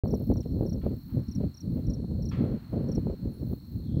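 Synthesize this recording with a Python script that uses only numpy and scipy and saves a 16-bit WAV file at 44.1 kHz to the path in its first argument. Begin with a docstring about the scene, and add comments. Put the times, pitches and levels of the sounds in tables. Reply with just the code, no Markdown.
"""Wind buffets the microphone in uneven gusts, rumbling and thumping, on an open prairie.
Grass hisses, ticks and brushes together. Crickets scrape their wings: one chirps close by and one
further out, over a far chorus of trills and chirps and the high rattle of katydids.
A few distant bangs roll over the hills, and a far bird adds thin calls and a falling whistle."""
import sys
import numpy as np
from scipy import signal
from scipy.fft import rfft, irfft
from scipy.io import wavfile
from scipy.ndimage import uniform_filter1d

SR = 44100
rng = np.random.default_rng(int(sys.argv[2]) if len(sys.argv) > 2 else 0)


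def store_pcm(level_fs):
    """Save levels as 16-bit WAV."""
    pcm = np.round(np.clip(level_fs, -1, 1) * 32767).astype(np.int16)
    wavfile.write(sys.argv[1], SR, np.atleast_2d(pcm).T)


N = 176400
T = np.arange(N) / SR
FREQS = np.fft.rfftfreq(N, 1 / SR)


def amp(db):
    """Turns decibels into a number to multiply a sound by."""
    return 10 ** (np.asarray(db) / 20)


def unit(x):
    """Scales a sound to an average strength (rms) of 1."""
    return x / np.sqrt(np.mean(x ** 2) + 1e-30)


def read(points, hz):
    """Looks up a table by frequency, sliding smoothly between its rows."""
    freqs, values = np.transpose(points)
    return np.interp(np.log(hz + 1), np.log(freqs), values)


def add(mix, at, sound):
    """Mixes a sound in, starting at a time in seconds."""
    part = mix[max(round(at * SR), 0):][:len(sound)]
    part += sound[:len(part)]


def noise(colour):
    """Noise with a given colour: its balance of low and high frequencies."""
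    return unit(irfft(rfft(rng.standard_normal(N)) * amp(read(colour, FREQS)), N))


def drift(hz):
    """A random wobble, mostly slower than the given rate."""
    return unit(irfft(rfft(rng.standard_normal(N)) / (1 + (FREQS / hz) ** 4), N))


def rise_and_fade(rise_s, fade_s):
    """A loudness shape that climbs quickly and dies away, losing 60 dB every fade_s."""
    return np.minimum(T / rise_s, 1) * amp(-60 * T / fade_s)


def scatter(sound, fade_s):
    """The blur of many tiny echoes from grass and ground."""
    t = T[:SR // 2]
    tail = rng.standard_normal(len(t)) * amp(-60 * t / fade_s) * (t > .003)
    return signal.fftconvolve(sound, tail / np.linalg.norm(tail))[:N]


def turbulence(colour, swirl_db, window):
    """Noise broken into short swirls, then evened out over a window of samples."""
    rough = noise(colour) * amp(swirl_db)
    power = uniform_filter1d(uniform_filter1d(rough ** 2, window), window)
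    return rough / np.sqrt(power + 1e-12)


# how the gusts rise and fall (time [s], relative rumble level [dB], relative flutter level [dB])
GUSTS = [(.04, -20, -23.5), (0.059, -28.5, -36), (0.089, -32, -41), (0.138, -25, -31.5), (0.191, -38, -48),
         (.22, -27, -36.5), (0.259, -37.5, -59), (0.306, -16.5, -25), (.32, -35, -30), (0.342, -27, -42),
         (0.402, -28, -42), (0.434, -44, -72), (0.459, -29.5, -38), (0.488, -36.5, -52), (0.519, -28, -48),
         (.58, -28.5, -38.5), (.66, -32, -34), (.695, -30.5, -47), (.75, -29.5, -40), (.82, -36, -55),
         (0.866, -27, -29.5), (.89, -31.5, -42.5), (0.942, -31.5, -40.5), (1.021, -48.5, -86),
         (1.06, -40.5, -79), (1.1, -45, -78), (1.151, -25.5, -49), (1.17, -24, -41.5), (1.221, -33, -45.5),
         (1.265, -47.5, -74), (1.288, -29, -65), (1.325, -44, -67), (1.374, -26, -60), (1.414, -31, -33),
         (1.462, -25.5, -45.5), (1.52, -48, -68), (1.6, -52.5, -88), (1.63, -38, -56), (1.69, -28.5, -51),
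         (1.79, -30, -41.5), (1.821, -37, -55), (1.895, -23, -39.5), (1.919, -34, -46.5),
         (2.05, -32, -46.5), (2.069, -41, -63), (2.098, -29.5, -43), (2.351, -31.5, -52),
         (2.409, -23.5, -32.5), (2.48, -32.5, -42), (2.556, -28.5, -37), (2.591, -45, -64),
         (2.69, -43.5, -81), (2.734, -30.5, -35), (2.822, -31, -37.5), (2.86, -30, -41.5),
         (2.895, -30.5, -37), (2.94, -32, -46.5), (2.98, -25, -37), (3.02, -34, -58), (3.07, -27.5, -40.5),
         (3.129, -33, -35), (3.175, -47, -69.5), (3.261, -26.5, -41.5), (3.36, -47.5, -62),
         (3.428, -30, -40.5), (3.47, -33.5, -53.5), (3.53, -30, -40), (3.59, -48, -69), (3.69, -43.5, -65),
         (3.768, -29, -53.5), (3.82, -38.5, -57), (3.91, -30.5, -56.5), (3.99, -24, -36)]
# colours of the deep rumble and the flutter above it (frequency [Hz], level [dB])
RUMBLE_COLOUR = [(15, -34), (28, -21.5), (50, -1.5), (85, 3), (160, 0.5), (250, -3), (340, -15.5),
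                 (480, -43), (800, -52), (1600, -76)]
FLUTTER_COLOUR = [(100, -8), (250, 6.5), (380, 3.5), (560, -2.5), (760, -17.5), (1050, -28.5),
                  (1600, -41.5), (3000, -51.5), (8000, -75)]
# single swirls of air that hit the microphone (time [s], peak level [dB], half width [s])
THUMPS = [(0.059, -23, 0.00093), (.140, -17.5, 0.0011), (.302, -10.5, 0.0016), (.318, -21, 0.0011),
          (.359, -35, 0.00069), (.610, -13.5, 0.0014), (.654, -20, 0.0015), (.866, -21.5, 0.001),
          (.937, -31, 0.0016), (1.172, -19.5, 0.0016), (2.045, -33, 0.00098), (2.441, -16.5, 0.0015),
          (2.778, -19.5, 0.0016), (2.981, -20, 0.0014), (3.07, -22, 0.0011)]


def wind():
    """Gusts drive a rumble and a rougher flutter; the hardest swirls land as single thumps."""
    times, rumble_db, flutter_db = np.transpose(GUSTS)
    swirls = drift(hz=53.3)
    rumble = turbulence(RUMBLE_COLOUR, 2 * swirls, window=1300)
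    flutter = turbulence(FLUTTER_COLOUR, 4.5 * swirls, window=1400)
    out = rumble * amp(np.interp(T, times, rumble_db) + .5)
    out += flutter * amp(np.interp(T, times, flutter_db) + 2.5)
    for at, db, half_width in THUMPS:
        offset = (T - at) / half_width
        out += amp(db) * (1 - 3 * offset ** 2) / (1 + offset ** 2) ** 3  # a push between two dips
    low_cut = signal.butter(2, 19.2, "high", fs=SR, output="sos")
    return signal.sosfilt(low_cut, out)


# colour of the hissing grass (frequency [Hz], level [dB])
HISS_COLOUR = [(30, 5), (200, 21.5), (600, 4.5), (1000, 4.5), (2000, -4), (3300, -6), (4900, -6.5),
               (7000, -8.5), (8400, -9), (10500, -9.5), (16000, -18)]


def grass_hiss():
    """The soft, steady hiss of grass in the breeze."""
    return amp(-64.5) * noise(HISS_COLOUR)


def wing_stroke(hz, sag_hz_per_s, length_s=.016, snap_hz=0, rise_s=.0016):
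    """One wing scrapes the other's ridges; the tone sags as the scrape slows."""
    t = np.arange(0, length_s, 1 / SR)
    pitch = hz - sag_hz_per_s * t + snap_hz * np.exp(-t / .00065)  # the snap lifts the very start
    phase = 2 * np.pi * np.cumsum(pitch) / SR
    edges = np.minimum(t / rise_s, 1) * np.minimum((length_s - t) / .0035, 1)
    droop = 1 - .27 * t / length_s
    return edges * droop * (np.sin(phase) + amp(-21.5) * np.sin(2 * phase))


# far crickets that trill without a break (pitch [Hz], strokes per second [1/s], level [dB])
TRILLS = [(4268, 59.5, -68.5), (4245, 62, -72.5), (3893, 45, -78.5)]


def trilling_crickets():
    """Endless runs of quick wing strokes at a slightly uneven pace, blurred by distance."""
    out = np.zeros(N)
    sag_hz_per_s = 45000
    for hz, rate, db in TRILLS:
        trill, length_s = np.zeros(N), .74 / rate
        top_hz = hz + sag_hz_per_s * length_s / 2
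        late, detune, loudness = rng.standard_normal((280, 3)).T
        starts = np.cumsum(1 + .05 * late) / rate
        for at, start_hz, stroke_db in zip(starts, top_hz + 25 * detune, .79 * loudness):
            add(trill, at, amp(stroke_db) * wing_stroke(start_hz, sag_hz_per_s, length_s, rise_s=.0051))
        out += amp(db) * unit(trill + amp(-2.5) * scatter(trill, fade_s=.2))
    return out


def cricket_chorus():
    """Three-stroke chirps from many far crickets merge into a shimmer."""
    out = np.zeros(N)
    chirps_per_s = 14
    for slot, (late, detune, loudness) in enumerate(rng.random((chirps_per_s * N // SR, 3))):
        stroke = amp(8 * loudness) * wing_stroke(5320 + 380 * detune, sag_hz_per_s=16000, rise_s=.003)
        for n in range(3):
            add(out, (slot + late) / chirps_per_s + n * .032, stroke)
    return amp(-85.5) * unit(out + 1.2 * scatter(out, fade_s=.51))


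def rasp(colour, level_db, beat_hz, depth, grain_db):
    """Tiny wing teeth strike in a dry rasp, pulsed by the wing beat; when faint it blurs into a hiss."""
    pace_hz = beat_hz * (1 + .046 * drift(hz=12))
    beat = np.sin(2 * np.pi * np.cumsum(pace_hz) / SR)
    clarity = np.interp(level_db, [-77, -66], [0, 1])
    pulses = 1 + depth * clarity * np.tanh(2 * beat)
    teeth = noise(colour) * amp(grain_db * drift(hz=500))
    return amp(level_db) * unit(teeth * pulses)


# loudness of two katydids (time [s], lower singer's level [dB], higher singer's level [dB])
KATYDID_LEVELS = [(.05, -70, -71), (0.171, -65, -66), (.27, -64.5, -64), (.39, -72.5, -69),
                  (.5, -72.5, -68), (.62, -68, -67), (.75, -69.5, -73), (1.09, -67, -66), (1.25, -73, -71),
                  (1.68, -73, -74), (1.77, -72, -63), (1.98, -75, -85), (2.12, -76, -71),
                  (2.55, -74.5, -72), (2.9, -74, -73), (3.39, -77.5, -67), (3.53, -67.5, -59),
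                  (3.62, -71, -71), (3.73, -69, -64), (3.97, -75.5, -81)]
# colours of their rasps (frequency [Hz], level [dB])
LOW_RASP_COLOUR = [(7000, -39), (10500, -28), (11400, -5), (12100, -8), (12550, -1.5), (13050, 1),
                   (13700, -11), (14300, -1.5), (15800, -7)]
HIGH_RASP_COLOUR = [(7000, -40), (11000, -31.5), (13500, -11), (14500, 1), (15700, -2), (17000, -5.5)]


def katydids():
    """Two katydids, relatives of crickets, swell and fade in the waving grass."""
    times, low_db, high_db = np.transpose(KATYDID_LEVELS)
    lower = rasp(LOW_RASP_COLOUR, np.interp(T, times, low_db), beat_hz=43, depth=.86, grain_db=1.5)
    higher = rasp(HIGH_RASP_COLOUR, np.interp(T, times, high_db), beat_hz=48, depth=.26, grain_db=3)
    return lower + higher


# chirps of the near cricket (time [s], last stroke's level [dB], average stroke spacing [s],
# first stroke's length [s], first stroke's level [dB])
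NEAR_CHIRPS = [(0.077, -50.5, 0.032, 0.015, -56), (.337, -51, .0335, 0.0076, -54),
               (0.663, -50, 0.032, 0.014, -52.5), (1.282, -48.5, 0.034, 0.015, -55),
               (1.542, -48, 0.031, 0.014, -51.5), (1.867, -48, .034, 0.009, -54),
               (2.222, -47.5, .033, 0.014, -52.5), (2.886, -47, 0.032, 0.012, -56)]


def near_cricket():
    """Three wing strokes to a chirp, each higher and louder than the one before."""
    out = np.zeros(N)
    wing_hz, glide = 5862, dict(sag_hz_per_s=33300, snap_hz=340)
    for at, db, spacing, first_s, first_db in NEAR_CHIRPS:
        add(out, at, amp(first_db) * wing_stroke(wing_hz - 130, length_s=first_s, **glide))
        add(out, at + .92 * spacing, amp(db - 1.5) * wing_stroke(wing_hz - 30, length_s=.01648, **glide))
        add(out, at + 2 * spacing, amp(db) * wing_stroke(wing_hz, **glide))
    out *= 1 + .14 * drift(hz=700)  # slight roughness
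    return out + amp(-19) * scatter(out, fade_s=.15)


# chirps of a cricket further out (time [s], level [dB])
FAINT_CHIRPS = [(.195, -71), (0.439, -70), (.94, -74), (1.19, -72), (3.36, -76), (3.6, -77)]


def faint_cricket():
    """A fainter cricket, with three equal wing strokes to a chirp."""
    out = np.zeros(N)
    stroke = wing_stroke(5600, sag_hz_per_s=22000, rise_s=.0017)
    for at, db in FAINT_CHIRPS:
        for n in range(3):
            add(out, at + n * .036, amp(db) * stroke)
    return out + .5 * scatter(out, fade_s=.2)


# ticks of dry stalks (time [s], level [dB])
TICKS = [(.43, -61), (3.72, -73)]
# colour of a tick (frequency [Hz], level [dB])
TICK_COLOUR = [(1000, -14), (3000, 9), (5000, 3), (7100, 2), (9000, -4), (15000, -2)]


def stalk_ticks():
    """Dry grass stalks tick: sudden bits of noise that die at once."""
    out = np.zeros(N)
    for at, db in TICKS:
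        add(out, at, amp(db) * noise(TICK_COLOUR) * amp(-60 * T / .06))
    return out


# distant bangs (time [s], level [dB])
BANGS = [(.812, -62), (1.41, -69), (1.753, -67), (2.312, -48)]
# colour of a bang (frequency [Hz], level [dB])
BANG_COLOUR = [(200, -5), (700, -9), (1050, -2), (1230, -1), (1345, 5.5), (1460, -7), (1750, -5),
               (1900, -5.5), (2250, -4.5), (2750, -8.5), (3100, -11.5), (3370, -4), (3650, -16),
               (4500, -15), (6500, -30), (12000, -44)]
# how long a bang lingers (frequency [Hz], time to fade by 60 dB [s])
BANG_FADES = [(300, 0.8), (1300, 0.64), (3000, 0.58), (8000, 0.52)]
# later echoes from the hills (time [s], level [dB])
ECHOES = [(1.075, -65), (2.71, -62)]
# colour of the rolls and echoes (frequency [Hz], level [dB])
ECHO_COLOUR = [(200, -3), (900, 0.5), (1400, -1), (2200, -8.5), (3400, -14.5), (6000, -28.5),
               (12000, -51.5)]


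def bangs():
    """Each far bang is a burst that loses its highs first; the hills send back a duller roll."""
    out = np.zeros(N)
    for at, db in BANGS:
        hz, t, bands = signal.stft(noise(BANG_COLOUR), SR, nperseg=256)
        fades = amp(-60 * t / read(BANG_FADES, hz)[:, None])
        _, burst = signal.istft(bands * fades, SR, nperseg=256)
        add(out, at, amp(db) * burst[:N] * np.minimum(T / .006, 1))
        add(out, at, amp(db - 10.5) * noise(ECHO_COLOUR) * rise_and_fade(.027, 4))
    for at, db in ECHOES:
        add(out, at, amp(db) * noise(ECHO_COLOUR) * rise_and_fade(.018, 2.8))
    return out


# flicks of grass blades (time [s], level [dB])
FLICKS = [(1.635, -69), (1.74, -64), (2.11, -68), (2.445, -66), (2.7, -63), (2.725, -66), (2.825, -63),
          (2.985, -63), (3.245, -67), (3.52, -59)]
# colour of a flick (frequency [Hz], level [dB])
FLICK_COLOUR = [(6000, -32), (11000, -10), (13500, -5), (15500, -5)]


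def blade_flicks():
    """Blades of grass brush together in short, very high flicks."""
    loudness = np.zeros(N)
    for at, db in FLICKS:
        add(loudness, at, amp(db) * rise_and_fade(.003, .09))
    return loudness * noise(FLICK_COLOUR)


# the bird's thin, high calls (time [s], pitch [Hz], level [dB])
THIN_CALLS = [(1.665, 10450, -80), (3.332, 10250, -64)]
# the path of its whistle (time [s], pitch [Hz], relative level [dB])
WHISTLE = [(3.8, 3900, -73), (3.899, 3490, -66), (4.0, 3190, -76)]


def bird():
    """A far bird gives thin ringing calls and one falling whistle, smeared by distance."""
    calls = np.zeros(N)
    for at, hz, db in THIN_CALLS:
        tone = np.sin(2 * np.pi * hz * T + 1.4 * drift(hz=170))
        add(calls, at, amp(db) * tone * rise_and_fade(.0032, .22))
    times, hz, db = np.transpose(WHISTLE)
    pitch = np.interp(T, times, hz) + 207 * drift(hz=400)
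    whistle = np.sin(2 * np.pi * np.cumsum(pitch) / SR) * amp(np.interp(T, times, db, left=-140))
    return calls + .6 * whistle + scatter(whistle, fade_s=.69)


def scene():
    """Wind, grass, insects and far sounds, added into one channel."""
    background = wind() + grass_hiss() + trilling_crickets() + cricket_chorus() + katydids()
    events = near_cricket() + faint_cricket() + stalk_ticks() + bangs() + blade_flicks() + bird()
    return (background + events)[None]


def record(dry):
    """The sound begins after a moment of silence, and the very highest sounds are cut off."""
    start_s, top_hz = .036, 15800
    opened = dry * np.clip((T - start_s) / .002, 0, 1)
    high_cut = signal.firwin(1023, top_hz, window=("kaiser", 9), fs=SR)
    return signal.oaconvolve(opened, high_cut[None], "same")


dry = scene()
out = record(dry)
store_pcm(out)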